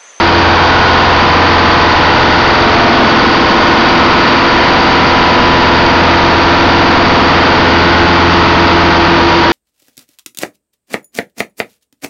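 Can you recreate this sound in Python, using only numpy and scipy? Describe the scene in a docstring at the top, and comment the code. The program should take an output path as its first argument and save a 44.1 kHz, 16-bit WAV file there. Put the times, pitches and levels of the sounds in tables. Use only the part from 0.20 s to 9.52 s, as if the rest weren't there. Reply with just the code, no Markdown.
"""A dense, rasping roar: a big marine diesel runs at steady speed in a steel engine room.
Its cycle repeats each turn, so it radiates harmonics of the crankshaft rate (orders), with a knock,
valve clatter, rushing air and turbocharger hiss. A second machine hums and a deck plate drones.
The listener walks through the room's standing waves, so single notes swell and fade.
The din overloads a small microphone, which squares off the wave and makes it rasp."""
import sys
import numpy as np
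from scipy import signal
from scipy.fft import rfft, irfft, next_fast_len
from scipy.io import wavfile

SR = 44100
rng = np.random.default_rng(int(sys.argv[2]) if len(sys.argv) > 2 else 0)


def store_wav(level_fs):
    """Save 16-bit WAV to argv[1]."""
    pcm = np.round(np.clip(np.atleast_2d(level_fs), -1, 1) * 32767)
    wavfile.write(sys.argv[1], SR, pcm.T.astype(np.int16))


N = 411012
T = np.arange(N) / SR
SLOW_T = np.linspace(0, T[-1], num=400)  # coarse times for slowly changing levels and phases

# The listener's walk. Each row: time in seconds, place along the way in metres.
WALK = [(0, -0.5), (.5, 0.5), (1.3, 0.28), (2.2, 0.66), (3, 1.5), (4, 1.48), (5.5, 1.97), (7, 2),
        (8.2, 2.5), (9.32, 3.0)]
# The room's standing waves. Each row: frequency in Hz, half width in Hz, mean gain in dB,
# swing in dB, place of an antinode in metres, antinode spacing in metres.
ROOM_MODES = [(86, 12, 5, 6, 0.13, 2.32), (172, 12, 3, 9, 2.53, 3.52), (258, 12, -2, 5, 2.16, 4.2),
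              (280, 12, 3.5, 3, 2.06, 2.9), (344, 12, 5, 4.5, 3.2, 5), (433, 12, 5.5, 3.5, 1.08, 1.31),
              (479, 12, 7, 4.5, 0.25, 1.52), (693, 32, 3, 2.5, .4, .75), (775, 12, 2, 3, 0.51, 5),
              (861, 12, 1.6, 3.5, 0.41, 1.95), (990, 12, 6.5, 6, .44, 1.33),
              (1061.5, 20, 4.5, 4, .32, 1.06), (1130, 25, -2.5, 3, .1, 2.6), (1377, 12, 1.5, 4, 2.4, 2.4),
              (1470, 18, 3.5, 4, .54, .89)]
# The second machine's main tone. Each row: time in seconds, relative level in dB.
HUM_LEVEL = [(0.15, -17.5), (0.55, -25.5), (2.1, -26.5), (2.6, -20.9), (3.5, -19.5), (5.2, -25.5),
             (6.3, -18), (6.9, -23.5), (8.1, -18.0), (9.2, -13.5)]
# Its lesser tones. Each row: frequency in Hz, rms level in dB.
HUM_TONES = [(168.3, -34), (201.9, -33.5), (504.8, -27.5), (616.8, -32), (672.5, -34.5)]
# Noise spectra of the deck plate, turbocharger, intake air, injectors and valves, and of a steady,
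# rough grit over the whole roar. Each row: frequency in Hz, relative spectral density in dB.
PLATE_SPECTRUM = [(100, -48.5), (195, -12), (225, 1), (250, 4), (290, -16.5), (500, -50.5)]
TURBO_SPECTRUM = [(3000, -47.5), (4200, -14), (4450, -3), (4600, 3), (4800, -3), (5100, -11), (7000, -32)]
RUSH_SPECTRUM = [(15, -1), (45, -0.5), (70, 1.5), (190, -1), (260, 4), (400, -1.5), (650, -1), (950, -2),
                 (1130, -2), (1250, 2), (1450, -2), (2200, -6.5), (4000, -21), (7000, -34)]
CLATTER_SPECTRUM = [(20, -58), (1300, -46), (1620, 1.5), (1900, 4), (2300, -5.5), (2800, -9), (3600, -11),
                    (4800, -15), (7000, -27.5)]
GRIT_SPECTRUM = [(20, -3.5), (300, -0.5), (1000, 1.5), (2000, -4), (3000, -5), (4600, -5.5), (7000, -25.5)]
# Crankshaft speed. Each row: time in seconds, turns a minute.
CRANK_RPM = [(0.0, 1290.5), (1.5, 1292.3), (2.5, 1291.2), (3.5, 1289.8), (4.3, 1291.2), (5.3, 1291.7),
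             (5.9, 1290.3), (7.3, 1292.1), (8.4, 1291.8), (9.32, 1290.8)]
# Spectral envelope of the engine's orders. Each row: frequency in Hz, relative level in dB.
ORDER_SPECTRUM = [(21, -26.5), (43, -20.5), (65, -9.5), (108, -14), (130, -7.5), (150, -14), (212, -18),
                  (240, -6.5), (320, -11), (540, -16), (780, -10), (950, -8.5), (1200, -10.5), (1550, -15)]
# The casing's loudest note at the listener. Each row: time in seconds, relative level in dB.
RING_LEVEL = [(0, 5.5), (0.4, -2.2), (1.5, -8), (2, -0.1), (2.8, -4.5), (3.4, -1.5), (5.2, -1.3),
              (5.8, 2.2), (6.6, -1), (7.9, -5.8), (8.3, 3.3), (8.85, 0.5), (9.2, 5.1)]
# Response of the microphone's electronics. Each row: frequency in Hz, gain in dB.
MIC_RESPONSE = [(5, -3.5), (25, 0), (1000, 0), (3000, 1.5), (4250, -0.5), (4700, -1), (5100, -3.5),
                (5600, -6), (6300, -10.5), (7000, -18), (7400, -28.5)]


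def gain_of(db):
    """Amplitude grows tenfold for every 20 dB."""
    return 10 ** (np.asarray(db) / 20)


def unit_rms(x):
    """Normalisation to an rms of 1."""
    return x / np.sqrt(np.mean(x ** 2) + 1e-20)


def curve(rows, t):
    """Linear interpolation between rows of time and value."""
    return np.interp(t, *np.transpose(rows))


def coloured(x, response):
    """Filtering multiplies the spectrum by a response, given as rows of Hz and dB."""
    size = next_fast_len(len(x))
    hz, db = np.transpose(response)
    gain = gain_of(np.interp(np.log(np.fft.rfftfreq(size, 1 / SR) + 1), np.log(hz + 1), db))
    return irfft(rfft(x, size) * gain, size)[:len(x)]


def noise(spectrum, db, surge=1):
    """Filtered white noise takes the filter's spectrum; `surge` modulates its amplitude."""
    return gain_of(db) * unit_rms(coloured(rng.standard_normal(N) * surge, spectrum))


def drift(top_hz):
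    """Superposed slow sines of random rate and phase give a fluctuation of rms 1."""
    speed, start = rng.random(size=(2, 12, 1))
    return unit_rms(np.sin(2 * np.pi * (top_hz * speed * SLOW_T + start)).sum(0))


def standing_wave_db(t, swing_db, antinode_m, spacing_m):
    """Interference: the walking listener meets a maximum at each antinode, a minimum halfway between."""
    return swing_db * np.cos(2 * np.pi * (curve(WALK, t) - antinode_m) / spacing_m)


def second_machine(main_hz=336.46, main_gain_db=-0.5, wander_db=2.0, wander_hz=0.7):
    """Beating: the main tone lies about 8 Hz below the engine's 16th order, so their sum throbs."""
    out = gain_of(main_gain_db + curve(HUM_LEVEL, T)) * np.cos(2 * np.pi * (main_hz * T + rng.random()))
    for hz, db in HUM_TONES:
        amplitude = np.interp(T, SLOW_T, gain_of(db + wander_db * drift(wander_hz)))
        out += amplitude * np.cos(2 * np.pi * (hz * T + rng.random()))
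    return np.sqrt(2) * out


def deck_plate(hz=223.1, tone_share=0.44, closest_db=-21, place_m=1.28, offset_m=.24):
    """Resonance: a loose plate hums and rumbles about its own note; pressure falls as 1 / distance."""
    tone = np.sqrt(2 * tone_share) * np.cos(2 * np.pi * (hz * T + rng.random()))
    rumble = np.sqrt(1 - tone_share) * noise(PLATE_SPECTRUM, 0)
    nearness = offset_m / np.hypot(offset_m, curve(WALK, T) - place_m)
    return gain_of(closest_db) * nearness * (tone + rumble)


def turbocharger(db=-26):
    """Narrow-band noise: the turbocharger hisses steadily near 4.6 kHz."""
    return noise(TURBO_SPECTRUM, db)


def air_rush(turns, firings=4, depth=0.31, db=-17.5):
    """Amplitude modulation: the noise of intake air and shaken plating surges with each firing."""
    return noise(RUSH_SPECTRUM, db, surge=1 + depth * np.cos(2 * np.pi * firings * turns))


def valve_clatter(turns, ticks=8, decay_ticks=.5, uneven_db=-0.1, noise_share=0.14, reverberant=2.2,
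                  morph_hz=0.1697, db=-21.5):
    """Impact excitation: injectors and valves tick, each tick decaying onto a reverberant floor."""
    tick, since_tick = np.divmod(turns * ticks, 1)
    force = gain_of(uneven_db * rng.standard_normal(ticks))[tick.astype(int) % ticks]
    # four ringing patterns, one turn long, fade into one another, so successive turns sound nearly alike
    patterns = rng.standard_normal(size=(4, 2048))
    place = (turns % 1 * patterns.shape[1]).astype(int)
    repeating = unit_rms(sum(pattern[place] * np.cos(np.pi * (2 * morph_hz * T + k / len(patterns)))
                             for k, pattern in enumerate(patterns)))
    metal = np.sqrt(1 - noise_share) * repeating + np.sqrt(noise_share) * rng.standard_normal(N)
    envelope = force * (reverberant + np.exp(-since_tick / decay_ticks))
    return gain_of(db) * unit_rms(coloured(metal * envelope, CLATTER_SPECTRUM))


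def knock(turns, order=46, half_width_turns=0.046, mean_peak_db=-14, uneven_db=3.0):
    """Damped resonance: once a turn a blow rings the casing near 1 kHz for a few milliseconds."""
    stroke, place = np.divmod(turns + .5, 1)
    force_db = mean_peak_db + uneven_db * rng.standard_normal(size=256)[stroke.astype(int)]
    heard_db = force_db + standing_wave_db(T, swing_db=5, antinode_m=.44, spacing_m=1.33)
    envelope = np.exp(-((place - .5) / half_width_turns) ** 2)
    return gain_of(heard_db) * envelope * np.cos(2 * np.pi * order * turns)


def radiated_db(order, hz, firings=4, firing_db=4.5, even_db=0.8):
    """Periodic forcing lifts multiples of the firing rate, and the other even orders a little."""
    at_hz, db = np.transpose(ORDER_SPECTRUM)
    lift = firing_db if order % firings == 0 else even_db if order % 2 == 0 else 0
    return np.interp(np.log(hz), np.log(at_hz), db) + lift


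def engine_orders(turns, top_order=72, ring_order=44, ring_db=7, wander_db=2.19, wander_hz=1.2,
                  sway_rad=0.5, knock_hz=980, knock_width_hz=100, knock_band_db=-1.15, db=-10):
    """Fourier series: firing repeats each turn, giving harmonics weighted by the room modes near them."""
    out = np.zeros(N)
    for order in range(1, top_order + 1):
        hz = order * turns[-1] / T[-1]
        couplings = [np.exp(-((hz - centre) / width) ** 4) for centre, width, *_ in ROOM_MODES]
        room_db = sum(coupling * (mean_db + standing_wave_db(SLOW_T, *shape))
                      for coupling, (_, _, mean_db, *shape) in zip(couplings, ROOM_MODES))
        # short wavelengths drift more, in level and in phase
        shortness = np.sqrt(hz / 600)
        drift_db = wander_db * shortness * (1 - .5 * sum(couplings)) * drift(wander_hz)
        swell_db = ring_db + curve(RING_LEVEL, SLOW_T) if order == ring_order else drift_db
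        # orders near the knock arrive in step with it and share its energy; the room scatters the rest
        in_step = np.exp(-((hz - knock_hz) / knock_width_hz) ** 4)
        level_db = radiated_db(order, hz) + room_db + swell_db + knock_band_db * in_step
        phase = (1 - in_step) * rng.uniform(-np.pi, np.pi) + sway_rad * shortness * drift(wander_hz)
        amplitude = np.interp(T, SLOW_T, gain_of(level_db))
        out += amplitude * np.cos(2 * np.pi * order * turns + np.interp(T, SLOW_T, phase))
    return gain_of(db) * unit_rms(out)


def scene():
    """Superposition: the pressures of all the machinery add at the microphone."""
    turns = np.cumsum(curve(CRANK_RPM, T)) / 60 / SR
    diesel = engine_orders(turns) + knock(turns) + valve_clatter(turns) + air_rush(turns) + turbocharger()
    return (diesel + deck_plate() + second_machine())[None]


def record(dry, drive_db=8.5, ceiling=0.48, grit_db=-20, cutoff_hz=7300):
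    """Saturation: the input stage flattens the peaks. Steady grit is added and the treble is cut off."""
    driven = signal.resample_poly(dry[0], 2, 1) * gain_of(drive_db) / ceiling  # oversampled: less aliasing
    squared = ceiling * driven / (1 + driven ** 8) ** (1 / 8)
    gritty = signal.resample_poly(squared, 1, 2) + noise(GRIT_SPECTRUM, grit_db)
    dulled = np.clip(coloured(gritty, MIC_RESPONSE), -.85, .85)
    lowpass = signal.firwin(511, cutoff_hz, window=("kaiser", 9), fs=SR)
    return signal.oaconvolve(dulled, lowpass, "same")[None]


dry = scene()
out = record(dry)
store_wav(out)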